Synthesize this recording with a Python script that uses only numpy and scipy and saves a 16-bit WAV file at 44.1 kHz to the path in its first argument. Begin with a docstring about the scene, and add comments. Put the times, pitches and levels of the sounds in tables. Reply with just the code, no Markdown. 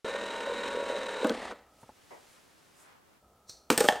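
"""A geared motor whirs, lifting the head of a capsule coffee machine; the hinge sticks and slips,
the head clunks free and stops. Two soft taps, a shuffle and rustling clothes follow in a quiet room,
then a faint bright snap. An aluminium capsule drops onto the plastic holder, rattles round its rim
and seats itself, each bounce ringing the machine, the holder and the capsule's foil shell."""
import sys
import numpy as np
from scipy import signal
from scipy.fft import rfft, irfft, next_fast_len
from scipy.io import wavfile
from scipy.ndimage import uniform_filter1d, map_coordinates

SR = 44100
rng = np.random.default_rng(int(sys.argv[2]) if len(sys.argv) > 2 else 0)


def generate_wav(sig):
    """Save sig (samples, or channels by samples) to the path in sys.argv[1] as 16-bit PCM at SR."""
    pcm = np.round(np.clip(np.atleast_2d(sig).T, -1, 1) * 32767).astype(np.int16)
    wavfile.write(sys.argv[1], SR, pcm)


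N = 176400
TIME_S = np.arange(N) / SR


def amp(db):
    """Decibels to gain."""
    return 10 ** (np.asarray(db) / 20)


def unit(x):
    """Scale to rms 1."""
    return x / np.sqrt(np.mean(x ** 2) + 1e-20)


def along(points, hz):
    """Interpolate (frequency [Hz], value) points on a log axis."""
    knots_hz, values = np.transpose(points)
    return np.interp(np.log(hz + 1), np.log(knots_hz + 1), values)


def curve(rows):
    """Join (time [s], value) points by lines."""
    return np.interp(TIME_S, *np.transpose(rows))


def wobble(rate_hz):
    """Smooth random curve, rate_hz knots a second."""
    return map_coordinates(rng.standard_normal(1024), [TIME_S * rate_hz], mode="mirror")


def fade(t, t60_s):
    """Exponential decay."""
    return np.exp(-np.log(1000) * t / t60_s)


def swells(rows):
    """Gaussian envelopes from (centre [s], half width [s], level [dB]) rows."""
    return sum(amp(db) * np.exp(-((TIME_S - s) / half_s) ** 2) for s, half_s, db in rows)


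def add(track, start_s, sound):
    """Mix a sound in at start_s."""
    i = round(start_s * SR)
    track[i:i + len(sound)] += sound[:N - i]


def filtered(x, response):
    """Apply a frequency response."""
    size = x.shape[-1]
    padded = next_fast_len(size + 8192)
    return irfft(rfft(x, padded) * response(np.fft.rfftfreq(padded, 1 / SR)), padded)[..., :size]


def coloured(x, spectrum):
    """Shape x by a spectrum, at rms 1."""
    return unit(filtered(x, lambda hz: amp(along(spectrum, hz))))


def noise(spectrum, size=N):
    """Coloured noise, rms 1."""
    return coloured(rng.standard_normal(size), spectrum)


def wide(spectrum):
    """Coloured noise, independent left and right."""
    return np.array([noise(spectrum), noise(spectrum)])


def burst(spectrum, envelope):
    """Noise burst through a minimum-phase filter, so it rings only after the onset."""
    size = len(envelope)
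    gain = unit(amp(along(spectrum, np.fft.rfftfreq(2 * size, 1 / SR))))
    cepstrum = irfft(np.log(gain))
    causal = np.exp(rfft(np.r_[cepstrum[0], 2 * cepstrum[1:size]], 2 * size))
    return irfft(rfft(envelope * rng.standard_normal(size), 2 * size) * causal)[:size]


def ring(modes, t, scatter_db, detune=0, low_cut_hz=212):
    """Damped modes, scattered at every blow; small parts radiate little bass."""
    hz, db, t60_s = np.transpose(modes)[:, :, None]
    level, shift = rng.standard_normal((2,) + hz.shape)
    sines = np.sin(2 * np.pi * hz * (1 + detune * shift) * t)
    sound = np.sum(amp(db + scatter_db * level) * sines * fade(t, t60_s), 0)
    return signal.sosfilt(signal.butter(6, low_cut_hz, "high", fs=SR, output="sos"), sound)


# room decay (frequency [Hz], t60 [s])
ROOM_DECAY = [(100, 0.22), (600, 0.58), (3000, 0.54), (12000, 0.31)]

def room(x):
    """Short echo whose treble dies early."""
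    hz, t, bands = signal.stft(rng.standard_normal(SR // 2), SR, nperseg=256)
    tail = signal.istft(bands * fade(t, along(ROOM_DECAY, hz)[:, None]), SR, nperseg=256)[1]
    return signal.fftconvolve(x, np.pad(tail, (SR // 200, 0)) / np.linalg.norm(tail))[:N]


# centred and wide room tone (frequency [Hz], gain [dB])
AIR_SPECTRUM = [(25, -18), (60, 2), (122, -6.5), (210, -5), (400, -6.5), (720, -3.5), (1150, -15),
                (1290, 0), (1450, -18), (2000, -23), (8000, -28), (15500, -39)]
WIDE_AIR_SPECTRUM = [(25, -24), (70, -0.5), (250, 0.5), (600, -2), (1500, -5.5), (4000, -18.5),
                     (15500, -27)]

def air(wide_from_s=1.95, wide_to_s=3.2, centre_dip_db=-20, hiss_db=-73):
    """Room tone over faint hiss; it enters with the motor and widens for a while."""
    spread = uniform_filter1d(1. * ((TIME_S > wide_from_s) & (TIME_S < wide_to_s)), size=2000)
    centre = amp(-64.5 + centre_dip_db * spread) * noise(AIR_SPECTRUM)
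    around = amp(-64) * spread * wide(WIDE_AIR_SPECTRUM)
    hiss = amp(hiss_db) * rng.standard_normal((2, N))
    return (centre + around + hiss) * (TIME_S > MOTOR_ON_S)


# rustle before its taper (time [s], level [dB])
RUSTLE_LEVEL = [(1.65, -80), (1.8, -65), (1.95, -65), (2.11, -60.5), (2.33, -59.5), (2.48, -63.5),
                (2.85, -61.5), (3.03, -70.5), (3.2, -63.5)]
# arm and sleeve strokes (centre [s], half width [s], level [dB])
ARM_SWISHES = [(2.38, 0.04, -65), (2.89, 0.089, -59)]
SLEEVE_BRUSHES = [(1.82, 0.02, -66), (2.31, 0.053, -68.5), (2.81, 0.049, -62.5)]
# cloth, arm and sleeve noise (frequency [Hz], gain [dB])
CLOTH_SPECTRUM = [(150, -12), (400, -8), (1100, -8.5), (2000, -9), (5000, -11.5), (7700, -14.5),
                  (10500, -17), (13000, -25), (15500, -29.5)]
ARM_SPECTRUM = [(100, -22), (400, -5), (1100, 4.5), (2200, -4), (4000, -14), (12000, -38)]
SLEEVE_SPECTRUM = [(1000, -14), (4000, -7), (7000, 8), (10500, 6), (13000, -3.5), (15500, -11)]

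def clothes():
    """Cloth rustles, an arm swishes and a sleeve brushes past."""
    taper = curve([(1.5, 1), (1.75, 0.82), (3.1, 0.52), (3.25, 0)])
    envelope = taper * amp(curve(RUSTLE_LEVEL) + 1 + 0.51 * wobble(25.5))
    rustle = envelope * unit(wide(CLOTH_SPECTRUM) + 2.3 * noise(CLOTH_SPECTRUM))
    arm = swells(ARM_SWISHES) * wide(ARM_SPECTRUM)
    sleeve = swells(SLEEVE_BRUSHES) * unit(wide(SLEEVE_SPECTRUM) + noise(SLEEVE_SPECTRUM))
    return rustle + arm + sleeve


# foot friction (frequency [Hz], gain [dB])
SHUFFLE_SPECTRUM = [(60, -31), (200, -4), (450, 7.5), (1000, 6.5), (1400, -10), (2000, -2), (3500, -24),
                    (12000, -30)]

def shuffle(start_s=2.105, rise_s=0.0084, t60_s=0.35):
    """A foot shuffles, spread wide by the room."""
    t = np.maximum(TIME_S - start_s, 0)
    return amp(-43.5) * fade(t, t60_s) * (1 - np.exp(-t / rise_s)) * wide(SHUFFLE_SPECTRUM)


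# soft taps (time [s], level [dB])
TAP_HITS = [(1.8299, -43), (1.8916, -43)]
# tap noise (frequency [Hz], gain [dB])
TAP_SPECTRUM = [(30, -11), (100, 6), (400, -3), (850, 4), (1300, -7.5), (2000, -19), (5000, -44)]

def taps(t60_s=0.046):
    """Two dull taps."""
    out, t = np.zeros(N), np.arange(SR // 2) / SR
    for s, db in TAP_HITS:
        add(out, s, amp(db) * burst(TAP_SPECTRUM, fade(t, t60_s)))
    return out


# snap noise (frequency [Hz], gain [dB])
SNAP_SPECTRUM = [(1000, -15), (3200, -22), (4000, -4), (4270, 1.5), (4500, -1), (5100, -8), (5800, 2),
                 (6700, -8.5), (9000, -12), (10500, -22), (15500, -25)]

def snap(at_s=3.495, ring_hz=4245):
    """A brief slide swells into a light snap, leaving an echo and a thin metallic ring."""
    out, t = np.zeros(N), np.arange(SR // 2) / SR
    direct = amp(-40.5) * fade(t, t60_s=0.027)
    echo = amp(-48.5) * fade(t, t60_s=0.38)
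    add(out, at_s, noise(SNAP_SPECTRUM, len(t)) * (direct + echo))
    add(out, at_s, amp(-58.5) * np.sin(2 * np.pi * ring_hz * t) * fade(t, t60_s=0.52))
    slide = amp(-49.5) * noise(SNAP_SPECTRUM, len(t)) * fade(t, t60_s=0.063)[::-1]
    add(out, at_s - len(t) / SR, slide)
    return out


# motor effort (time [s], level [dB])
MOTOR_LEVEL = [(.05, -36.5), (.2, -37.5), (.4, -37.5), (.62, -36.5), (.66, -35), (.71, -38), (.93, -37),
               (1.05, -38), (1.22, -36), (1.38, -41), (1.52, -43)]
MOTOR_ON_S, MOTOR_OFF_S = 0.0455, 1.519

def motor_envelope():
    """The motor starts at once and stops quickly; the gearbox rings out faintly."""
    off_s = np.maximum(TIME_S - MOTOR_OFF_S, 0)
    run_down = np.maximum(fade(off_s, t60_s=0.033), amp(-10) * fade(off_s, t60_s=0.46))
    return (TIME_S > MOTOR_ON_S) * amp(curve(MOTOR_LEVEL)) * run_down


# lesser gear swells (rate [1/turn], depth [dB])
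GEAR_SWINGS = [(3, 1.5), (6, 1.5)]

def gear_swell(turns, tight_db=2):
    """Gain that rises at the gears' tight spot once a turn, with lesser swells between."""
    lesser_db = sum(db * np.cos(2 * np.pi * (k * turns + rng.random())) for k, db in GEAR_SWINGS)
    return amp(tight_db * np.cos(2 * np.pi * turns) + lesser_db)


# shaft speed (time [s], speed [turns/s])
SHAFT_SPEED = [(.05, 38.3), (.12, 39.2), (.19, 40.35), (.27, 40.27), (.35, 39.97), (.43, 39.92),
               (.55, 40.3), (.63, 40.05), (.71, 39.45), (.79, 39.95), (.91, 39.75), (1.0, 39.23),
               (1.18, 38.85), (1.52, 37.8)]
# gear tones (order [1/turn], relative level [dB])
GEAR_TONES = [(6, -21), (11, -15.5), (12, -9.5), (13, -10.5), (14, -4), (16, -12), (19, -21), (23, -13),
              (24, -11.5), (26, -14.5), (28, -17), (35, -54), (37, -15), (38, -17), (39, -30), (43, -46),
              (46, -13)]
# gearbox loaded and running free (frequency [Hz], gain [dB])
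LOADED_SPECTRUM = [(30, -24), (170, -26.5), (225, -6), (310, -8.5), (360, -9), (440, -3), (570, -3.5),
                   (700, -13), (950, -7.5), (1250, -11), (1500, -7), (2000, -13), (3100, -15), (3480, -20),
                   (3760, -11.5), (4020, -11), (4250, -23), (5000, -26), (8200, -25.5), (9800, -33.5),
                   (11000, -43.5), (15500, -49)]
FREE_SPECTRUM = [(24, -26), (40, -9), (91, -12), (146, -21), (224, -1), (342, -0.5), (859, -0.5), (1190, 0),
                 (1450, -9), (1860, -2.5), (2450, -9.5), (4200, -12.5), (4900, -15.5), (5600, -19.5),
                 (8960, -22), (15500, -54)]
TIGHT_SPOT_S, UNLOAD_AT_S, UNLOAD_TAKES_S = 0.06, 1.295, 0.041
MESH_CORNER_HZ, WHINE_HZ = 2500, 3816

def motor():
    """Gear tones, tooth mesh, rasp and a wavering whine; the load drops once the head is free."""
    turns = np.cumsum(curve(SHAFT_SPEED) * (1 + 0.0017 * wobble(31.5))) / SR
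    turns -= np.interp(TIGHT_SPOT_S, TIME_S, turns)
    # the same tooth pattern every turn
    teeth = map_coordinates(rng.standard_normal(1100), [turns % 1 * 1100], mode="grid-wrap")
    mesh = filtered(teeth, lambda hz: 1 / np.hypot(1, hz / MESH_CORNER_HZ))
    swell = gear_swell(turns)
    rasp = unit(swell * amp(1.7 * wobble(120)) * rng.standard_normal(N))
    drive = amp(-2.5) * mesh + rasp
    tones = sum(amp(db + 3.9 * wobble(5.27)) * np.sin(2 * np.pi * (order * turns + rng.random()))
                for order, db in GEAR_TONES)
    whine_gain = swell * amp(3 * wobble(150))
    whine_cycles = np.cumsum(WHINE_HZ * (1 + 0.014 * wobble(70))) / SR
    whine = unit(whine_gain * np.sin(2 * np.pi * whine_cycles))
    loaded = amp(-1.8) * coloured(drive, LOADED_SPECTRUM) + amp(0.5) * tones + amp(-17) * whine
    free = coloured(drive, FREE_SPECTRUM) + amp(-25) * tones
    freed = np.clip((TIME_S - UNLOAD_AT_S) / UNLOAD_TAKES_S + 0.5, 0, 1)
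    return ((1 - freed) * loaded + freed * free) * motor_envelope()


# hinge slips (time [s], level [dB], pitch [Hz])
HINGE_SLIPS = [(.046, -27, 461), (.101, -32.5, 464), (.148, -28, 510), (.474, -25.5, 547),
               (.497, -27.5, 487), (0.52, -29, 482), (.546, -30.5, 450), (.748, -26, 498),
               (.772, -24.5, 487), (.801, -29, 493), (.826, -27.5, 482), (0.872, -34, 493),
               (0.9, -24.5, 515), (.925, -30, 466), (.937, -28.5, 577), (0.954, -30, 526), (1.23, -24, 476),
               (1.274, -25, 504)]
# hinge modes (ratio to pitch, gain [dB], t60 [s])
HINGE_MODES = [(0.869, -10, 0.048), (0.999, 9, 0.037), (1.119, -8.5, 0.087), (1.24, -20, 0.03)]

def hinge(rise_s=0.003):
    """The hinge sticks and slips in runs; each slip is a short groan at its own pitch."""
    out, t = np.zeros(N), np.arange(SR // 8) / SR
    for s, db, hz in HINGE_SLIPS:
        groan = sum(amp(mode_db) * np.sin(2 * np.pi * hz * ratio * t) * fade(t, t60_s)
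                    for ratio, mode_db, t60_s in HINGE_MODES)
        add(out, s, amp(db) * groan * (1 - np.exp(-t / rise_s)))
    return out


# machine body modes (frequency [Hz], gain [dB], t60 [s])
BASE_MODES = [(232, -7, 0.11), (303, 2.5, 0.05), (319, -10, 0.089)]
HOUSING_MODES = [(400, -17, 0.083), (454.3, 0.5, 0.094), (495, 5, 0.061), (574, -10, 0.11),
                 (611, -13, 0.14), (823, -13.5, 0.081), (1070, -18.5, 0.054), (1248, -14.5, 0.088),
                 (1466, -6.5, .04)]

def thump(t, base_db, housing_db, flex_s=0.003):
    """The deep base and the hollow housing answer a blow."""
    base = amp(base_db) * ring(BASE_MODES, t, scatter_db=-1.5)
    housing = amp(housing_db) * ring(HOUSING_MODES, t, scatter_db=5.3, detune=0.017)
    return (base + housing) * (1 - np.exp(-t / flex_s))


# head knocks (time [s], base [dB], housing [dB], click [dB], latch [dB], tick [dB])
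HEAD_KNOCKS = [(1.2445, -29, -18.5, -24.5, -35, -40), (1.2481, -21, -20, -24.5, -57.5, -51.5),
               (1.2703, -42, -47, -49.5, -42, -40), (1.2954, -29, -28.5, -29.5, -27.5, -41.5),
               (1.3036, -23, -26.5, -45.5, -55.5, -45), (1.512, -55, -47, -33.5, -57, -68),
               (1.522, -48, -42, -35.5, -70, -67)]
# click, latch and bright contact noise, the last shared with the capsule (frequency [Hz], gain [dB])
CLICK_SPECTRUM = [(60, -13), (300, -0.5), (850, 13), (1500, 7.5), (2300, -6), (3400, -12.5), (4200, -17.5),
                  (8500, -22.5), (11000, -35), (15500, -36.5)]
LATCH_SPECTRUM = [(1500, -27), (2800, 0), (3500, 4), (4600, -5), (5500, -4.5), (7500, -14), (10000, -33),
                  (15500, -46)]
FIZZ_SPECTRUM = [(200, -2), (2500, 2), (5300, 3), (6500, 2.5), (8400, 5), (10500, -5), (14000, -2.5),
                 (16000, -19)]

def head_knocks():
    """The head breaks free, its latch snaps and it reaches its stop, thumping the machine."""
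    out, t = np.zeros(N), np.arange(SR // 3) / SR
    for s, base_db, housing_db, click_db, latch_db, tick_db in HEAD_KNOCKS:
        latch = amp(latch_db) * burst(LATCH_SPECTRUM, fade(t, t60_s=0.012))
        tick = amp(tick_db) * burst(FIZZ_SPECTRUM, fade(t, t60_s=0.019))
        body = thump(t, base_db, housing_db)
        click = amp(click_db) * burst(CLICK_SPECTRUM, fade(t, t60_s=0.023))
        add(out, s, body + click + latch + tick)
    return out


# rim slides (centre [s], half width [s], level [dB])
RIM_SCRAPES = [(3.722, 0.014, -38), (3.796, 0.0088, -36.5), (3.85, 0.032, -40.5), (3.885, 0.0066, -33.5)]

def capsule_scrapes():
    """The capsule's rim slides over the plastic: grainy hiss between bounces."""
    return swells(RIM_SCRAPES) * unit(noise(FIZZ_SPECTRUM) * amp(3 * wobble(900)))


# bounces (time [s], base [dB], housing [dB], holder [dB], foil [dB], crack [dB], fizz [dB])
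CAPSULE_BOUNCES = [(3.7021, -26.5, -25.5, -53, -33, -16, -22.5), (3.7095, -18.5, -29, -54, -47, -41, -39.5),
                   (3.7277, -38, -35.5, -61, -50, -53, -35), (3.7773, -42, -43, -30, -18.5, -26.5, -23.5),
                   (3.783, -37, -29, -34, -40, -28, -35), (3.8048, -31, -27.5, -45, -26, -22, -24.5),
                   (3.807, -28.5, -21, -34, -34, -31, -31.5), (3.8425, -48, -23, -40, -44.5, -32, -31),
                   (3.853, -45, -25, -44, -40.5, -34.5, -42.5),
                   (3.8871, -35, -40, -14, -49.5, -20.5, -28.5), (3.9239, -50, -30.5, -36, -61, -33, -53.5),
                   (3.957, -58, -46, -42, -65, -36.5, -56)]
# plastic holder and foil shell modes (frequency [Hz], gain [dB], t60 [s])
HOLDER_MODES = [(522, -17.5, 0.19), (614, -10.5, 0.25), (701, -13, 0.18), (746, -14, 0.27),
                (805, -2, 0.038), (829, -6.5, 0.12), (908, -15, 0.16), (1769, -16, 0.31), (1800, 2.5, 0.02),
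                (2740, -5, 0.013), (3140, -1, 0.016), (3340, -.5, 0.017)]
FOIL_MODES = [(3620, -8.5, 0.024), (4350, -8, 0.028), (5310, -3.5, 0.023), (7300, -22, 0.021),
              (8100, 2.5, 0.02), (8600, -9, 0.059), (9120, -5, .025), (12560, -8, 0.023), (13960, -8, .02)]
# contact noise (frequency [Hz], gain [dB])
CRACK_SPECTRUM = [(40, -13), (200, -4.5), (600, 2), (1300, 2), (2200, -5.5), (2750, -3), (3700, -16.5),
                  (4500, -10.5), (8000, -14.5), (15500, -39)]

def capsule_bounces():
    """Each bounce cracks and rings machine, holder and shell; the shell's pitch shifts as it lands."""
    out, t = np.zeros(N), np.arange(SR // 3) / SR
    rattle = amp(-13) * fade(t, t60_s=0.26)
    for s, base_db, housing_db, holder_db, foil_db, crack_db, fizz_db in CAPSULE_BOUNCES:
        holder = amp(holder_db) * ring(HOLDER_MODES, t, scatter_db=1.8)
        foil = amp(foil_db) * ring(FOIL_MODES, t, scatter_db=2.2, detune=0.014)
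        crack = amp(crack_db) * burst(CRACK_SPECTRUM, fade(t, t60_s=0.023) + rattle)
        fizz = amp(fizz_db) * burst(FIZZ_SPECTRUM, fade(t, t60_s=0.014) + rattle)
        add(out, s, thump(t, base_db, housing_db) + holder + foil + crack + fizz)
    return out


# stereo side filter (frequency [Hz], gain [dB])
SIDE_RESPONSE = [(30, -18), (100, -28), (300, -37.5), (700, -42.5), (2500, -26.5), (8000, -17.5),
                 (14000, -20)]

def scene(echo_db=-15):
    """Machine, taps and snap centred with a trace of width; shuffle, clothes and air around them."""
    machine = motor() + hinge() + head_knocks() + capsule_bounces() + capsule_scrapes()
    mid = machine + amp(echo_db) * room(machine) + taps() + snap()
    side = filtered(0.9 * mid + 0.27 * room(mid), lambda hz: 1j * amp(along(SIDE_RESPONSE, hz)))
    return np.array([mid + side, mid - side]) + shuffle() + clothes() + air()


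TOP_HZ = 15900

def record(dry):
    """Brick-wall low-pass."""
    return filtered(dry, lambda hz: hz < TOP_HZ)


dry = scene()
out = record(dry)
generate_wav(out)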